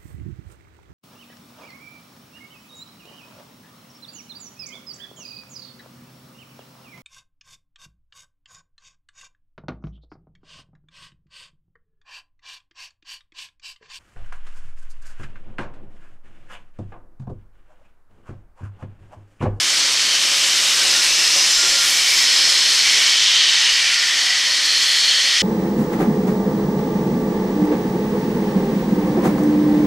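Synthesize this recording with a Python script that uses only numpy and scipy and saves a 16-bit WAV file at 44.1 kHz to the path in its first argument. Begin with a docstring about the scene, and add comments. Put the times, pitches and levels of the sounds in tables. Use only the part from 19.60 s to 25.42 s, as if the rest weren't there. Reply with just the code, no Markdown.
"""A hiss of steam is heard first: a locomotive some way off creeps along a platform, cylinder drains open.
The turbulent jet excites outlet resonances that shift, swell and fade in turn, over the dull roar and
electrical hum of the station. Short squeals, soft knocks of the running gear and puffs of wind on the
microphone follow. Near two seconds a thin whistle swells once, then fine spray bursts out twice."""
import sys
import numpy as np
from scipy import signal
from scipy.fft import rfft, irfft, next_fast_len
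from scipy.io import wavfile

SR = 44100
rng = np.random.default_rng(int(sys.argv[2]) if len(sys.argv) > 2 else 0)


def store_pcm(level_fs):
    """Save levels as 16-bit WAV."""
    pcm = np.round(np.clip(level_fs, -1, 1) * 32767).astype(np.int16)
    wavfile.write(sys.argv[1], SR, np.atleast_2d(pcm).T)


N = 256662
TIME = np.arange(N) / SR
FROM_MIDDLE_S = TIME - TIME.mean()


def from_db(db):
    """Amplitude ratio of a level in decibels."""
    return 10 ** (np.asarray(db) / 20)


def unit_rms(x):
    """Normalisation to unit mean power."""
    return x / np.sqrt(np.mean(x ** 2) + 1e-20)


def level_curve(rows):
    """Linear interpolation of (t/s, level/dB) rows at every sample."""
    return np.interp(TIME, *np.transpose(rows))


def swing_of(rows):
    """Deviation of a level curve from its mean, in dB."""
    level = level_curve(rows)
    return level - level.mean()


def swell(peak_s, length_s):
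    """Gaussian envelope of height 1; the length is its full width at half height."""
    return .5 ** ((2 * (TIME - peak_s) / length_s) ** 2)


def noise(gain_at):
    """Spectral shaping: white noise weighted by a function of frequency, at unit rms."""
    size = next_fast_len(N)
    hz = np.arange(size // 2 + 1) * SR / size
    white = rfft(rng.standard_normal(size))
    return unit_rms(irfft(white * gain_at(hz), size)[:N])


def coloured(spectrum):
    """Noise shaped by (f/Hz, level/dB) rows, interpolated in log frequency."""
    points_hz, db = np.transpose(spectrum)
    return noise(lambda hz: from_db(np.interp(np.log(hz + 1), np.log(points_hz), db)))


def resonant(centre_hz, width_hz):
    """Narrow-band noise: two passes through one second-order resonance."""
    return noise(lambda hz: 1 / (1 + ((hz ** 2 - centre_hz ** 2) / (hz * width_hz + 1)) ** 2))


def drift(rate_hz):
    """Random fluctuation: low-pass noise of unit rms."""
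    return noise(lambda hz: 1 / (1 + (hz / rate_hz) ** 2))


def gliding(centre_hz, width_hz):
    """Quadrature modulation: two slow noises on a moving carrier form a gliding band of noise."""
    phase = 2 * np.pi * np.cumsum(centre_hz) / SR
    return unit_rms(drift(width_hz / 2) * np.cos(phase) + drift(width_hz / 2) * np.sin(phase))


def split(x, centres_hz):
    """Complementary filter bank: overlapping bands that sum to the input."""
    size = next_fast_len(N)
    spectrum = rfft(x, size)
    log_hz = np.log(np.arange(size // 2 + 1) * SR / size + 1)
    weights = [np.interp(log_hz, np.log(centres_hz), row) for row in np.eye(len(centres_hz))]
    return [irfft(spectrum * weight, size)[:N] for weight in weights]


# Spectrum of the bare jet: f/Hz, relative density level/dB
JET_SPECTRUM = [(300, -36.5), (700, -20.5), (1100, -11.5), (1600, -7.5), (2650, -5), (3700, -1), (4800, -2),
                (6000, -2.2), (8000, -8), (10000, -16), (12500, -24.5), (14500, -32.5), (16000, -44)]
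# Strength of the steam flow: t/s, relative level/dB
FLOW_LEVEL = [(0.06, -19), (1.0, -17), (1.85, -16.5), (2.4, -16.5), (2.53, -16), (3.83, -14), (4.82, -19),
              (5.13, -19), (5.82, -16.5)]
# Treble of the jet: t/s, relative level/dB
SIZZLE_LEVEL = [(0.0, -29), (0.31, -31.5), (1.0, -27), (2.3, -27.5), (2.63, -29), (3.34, -28), (3.79, -35),
                (4.03, -32.5), (4.93, -33), (5.27, -29), (5.66, -32), (5.82, -32)]
def jet(level_db=-19.5, trend_db_per_s=-0.35, body_hz=1200, hiss_hz=4800, sizzle_hz=10000):
    """Turbulent mixing radiates a broad hiss that follows the flow; moving air makes each band flutter."""
    body_db = 0.24 * swing_of(ROAR_LEVEL)   # the low bands rise and fall with the station's roar
    hiss_db = 0.9 * swing_of(FLOW_LEVEL)
    sizzle_db = 1.04 * swing_of(SIZZLE_LEVEL)
    surge_db = 0.45 * drift(22)
    centres_hz = np.geomspace(700, 14000, num=14)
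    out = 0
    for hz, band in zip(centres_hz, split(coloured(JET_SPECTRUM), centres_hz)):
        low = np.interp(hz, [body_hz, hiss_hz], [1, 0])
        high = np.interp(hz, [hiss_hz, sizzle_hz], [0, 1])
        middle = min(1 - high, 1 - low / 2)
        swing_db = low * body_db + middle * hiss_db + high * sizzle_db
        flutter_db = 0.67 * np.sqrt(hz / hiss_hz) * drift(14)   # short waves are scattered most
        out = out + band * from_db(swing_db + surge_db + flutter_db)
    return from_db(level_db + trend_db_per_s * FROM_MIDDLE_S) * out


# Outlet resonances: f/Hz, bandwidth/Hz, base level at mid-scene/dB, trend as the engine creeps/(dB/s)
OUTLET_MODES = [(1901, 310, -31.7, 1.55), (2329, 450, -32.3, .2), (3160, 610, -26.6, .85),
                (3675, 690, -33, .5), (4424, 540, -27, 0.9), (5190, 490, -27.1, 0.4), (5956, 930, -30, 0)]
# The flow catches the nearest resonance: peak t/s, duration/s, f it is pulled to/Hz, lift/dB
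MODE_SWELLS = [(.3, .5, 4480, 3.5), (.75, .65, 3060, 3.5), (1.35, .45, 3960, 7), (1.5, 0.69, 2761, 1),
               (1.25, .25, 5195, 3), (1.85, .55, 5140, 6.5), (1.88, .5, 5850, 7), (2.02, .35, 4220, 2),
               (2.501, .55, 2300, 6), (2.724, 0.53, 5190, 7), (2.868, .5, 4315, 5.6),
               (3.332, .3, 2225, 7.5), (3.368, .22, 5253, 2.5), (3.6, .6, 3110, 5.5),
               (3.801, .45, 3740, 7.5), (4.15, .4, 3020, 3), (4.27, 0.311, 2330, 6),
               (4.622, .55, 1945, 3.5), (5.25, .6, 4300, 6.3), (5.47, .6, 3164, 3.7)]
def outlets(wander_share=.004, wander_hz=1.5, flutter_db=0.86):
    """Flow-excited resonance: steam sounds the outlet modes, lifting each in turn and pulling its pitch."""
    modes_hz = np.array(OUTLET_MODES)[:, 0]
    flow_db = 0.49 * swing_of(FLOW_LEVEL)
    out = 0
    for mode, (rest_hz, width_hz, rest_db, trend) in enumerate(OUTLET_MODES):
        hz = rest_hz * (1 + wander_share * drift(wander_hz))
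        db = rest_db + flow_db + trend * FROM_MIDDLE_S + flutter_db * drift(9.3)
        for peak_s, length_s, pulled_hz, lift_db in MODE_SWELLS:
            if np.argmin(np.abs(modes_hz - pulled_hz)) == mode:
                caught = swell(peak_s, length_s)
                hz = hz + (pulled_hz - rest_hz) * caught
                db = db + lift_db * caught
        out = out + from_db(db) * gliding(hz, width_hz)
    return out


def canopy(direct, echo_db=-21, earliest_s=.002, latest_s=.025, count=8):
    """Comb filtering: reflections from platform, roof and carriages interfere with the direct sound."""
    lags = (rng.uniform(earliest_s, latest_s, count) * SR).astype(int)
    echoes = sum(np.roll(direct, lag) for lag in lags)
    gain = from_db(echo_db)
    return (direct + gain * echoes) / np.sqrt(1 + count * gain ** 2)


# Dull roar under the station roof: t/s, relative level/dB
ROAR_LEVEL = [(0, -41.5), (1.4, -40.5), (3.3, -43.5), (3.7, -48.5), (5.15, -46), (5.82, -46.5)]
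# Spectrum of the roar: f/Hz, relative density level/dB
ROAR_SPECTRUM = [(20, -28), (60, -26), (95, -15), (140, -4.5), (240, -5), (340, 1.5), (450, -0.5),
                 (600, 2.5), (850, -2), (1500, -10), (4000, -50)]
# Drones of steady pitch: f/Hz, bandwidth/Hz, relative level/dB
DRONES = [(197, 25, -63.5), (356, 19, -56.5), (543, 17, -53.5), (1030, 68, -50.5)]
def station():
    """Incoherent addition: a broad roar, with drones, electrical hum and rumble that swell with it."""
    roar = from_db(level_curve(ROAR_LEVEL) - 1.0) * coloured(ROAR_SPECTRUM)
    drones = sum(from_db(db - 1.6) * resonant(hz, width_hz) for hz, width_hz, db in DRONES)
    hum = from_db(-57.5) * resonant(centre_hz=290.8, width_hz=6.7)
    rumble = from_db(-63.5) * resonant(centre_hz=130, width_hz=100)
    return roar + from_db(0.79 * swing_of(ROAR_LEVEL)) * (drones + hum + rumble)


# Short squeals: onset t/s, duration/s, first f/Hz, last f/Hz, level/dB
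SQUEALS = [(1.156, 0.085, 1547, 1520, -33.5), (1.28, 0.15, 1390, 1403, -37), (1.972, 0.12, 1434, 1385, -33),
           (2.11, 0.18, 1400, 1400, -33.5), (3.975, 0.14, 884, 980, -43), (4.2, 0.41, 1420, 1430, -41),
           (4.527, 0.109, 816, 973, -45), (4.59, 0.18, 735, 743, -45)]
def squeals(waver_hz=24, rough_db=2.5):
    """Random frequency and amplitude modulation makes short gliding tones waver and sound rough."""
    waver = waver_hz * drift(55.7)
    roughness = from_db(rough_db * drift(35))
    out = 0
    for onset_s, length_s, first_hz, last_hz, db in SQUEALS:
        progress = np.clip((TIME - onset_s) / length_s, 0, 1)
        hz = first_hz + (last_hz - first_hz) * progress + waver
        envelope = from_db(db) * np.sqrt(2 * np.abs(np.sin(np.pi * progress)))
        out = out + envelope * np.sin(2 * np.pi * np.cumsum(hz) / SR)
    return out * roughness


# Knocks of the running gear: onset t/s, level/dB, time to decay by 60 dB/s
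KNOCKS = [(1.19, -36, .6), (1.245, -36.5, 0.58), (1.75, -30.5, 0.5), (2.02, -34, 0.73), (2.86, -36, 0.53),
          (3.35, -35.5, 0.52), (5.43, -49, 0.71), (5.62, -40, 0.49)]
# Modes of the locomotive's frame: f/Hz, bandwidth/Hz, relative level/dB
FRAME_MODES = [(85, 40, -17), (170, 130, -11), (298, 46, -7), (362, 25, -0.5), (433, 48, -2.5),
               (553, 22, 2), (726, 240, 3.5), (1030, 100, 3.5)]
def knocks(rise_s=0.011):
    """Impact excitation: far blows ring the frame's modes, smeared by the roof into decaying swells."""
    ringing = unit_rms(sum(from_db(db) * resonant(hz, width_hz) for hz, width_hz, db in FRAME_MODES))
    envelope = 0
    for onset_s, db, t60 in KNOCKS:
        age = np.maximum(TIME - onset_s, 0)
        rise = 1 - np.exp(-age / rise_s)
        envelope = envelope + rise * from_db(db - 60 * age / t60)
    return envelope * ringing


# Eddies of wind at the microphone: t/s, level/dB
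PUFFS = [(1.365, -51), (1.478, -45), (1.54, -44), (1.978, -42), (2.105, -44), (2.57, -45), (2.79, -48),
         (3.285, -43), (3.4, -50), (4.14, -44), (5.175, -47), (5.45, -47)]
def wind(puff_s=0.012, gust_s=.55, gust_relative_db=-26):
    """Pseudo-sound: each eddy's pressure pushes the diaphragm in and out once, amid a faint rumbling gust."""
    puffs = gusts = 0
    for centre_s, db in PUFFS:
        lead = (centre_s - TIME) / puff_s
        puffs = puffs + from_db(db) * 2 * lead * np.exp(-lead ** 2)
        gusts = gusts + from_db(db + gust_relative_db) * swell(centre_s, gust_s)
    return puffs + gusts * resonant(centre_hz=20, width_hz=35)


def whistle(level_db=-26.5):
    """Flow-excited resonance at the drain: a thin, high band of noise swells once."""
    envelope = from_db(level_db) * swell(peak_s=2.01, length_s=.24)
    return envelope * resonant(centre_hz=7340, width_hz=650)


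# Bursts of spray from the drains: peak t/s, duration/s, level/dB
SPRAY_BURSTS = [(2.31, 0.16, -31.5), (2.54, 0.18, -34.5)]
# Spectrum of the spray: f/Hz, relative density level/dB
SPRAY_SPECTRUM = [(5000, -34), (8500, 4), (11500, 2), (13500, -2), (16000, -15)]
def spray():
    """Atomisation: condensed water torn into mist gives short bursts of very bright hiss."""
    envelope = sum(from_db(db) * swell(peak_s, length_s) for peak_s, length_s, db in SPRAY_BURSTS)
    return envelope * coloured(SPRAY_SPECTRUM)


def scene():
    """Superposition: all sources add at one microphone, alike in both channels."""
    steam = canopy(jet() + whistle() + outlets() + spray())
    mono = steam + station() + knocks() + squeals() + wind()
    return np.array([mono, mono])


def record(dry, cutoff_hz=15700):
    """Band limiting: an elliptic low-pass filter cuts the highest treble steeply."""
    return signal.sosfilt(signal.ellip(12, .1, 80, cutoff_hz, fs=SR, output="sos"), dry)


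dry = scene()
out = record(dry)
store_pcm(out)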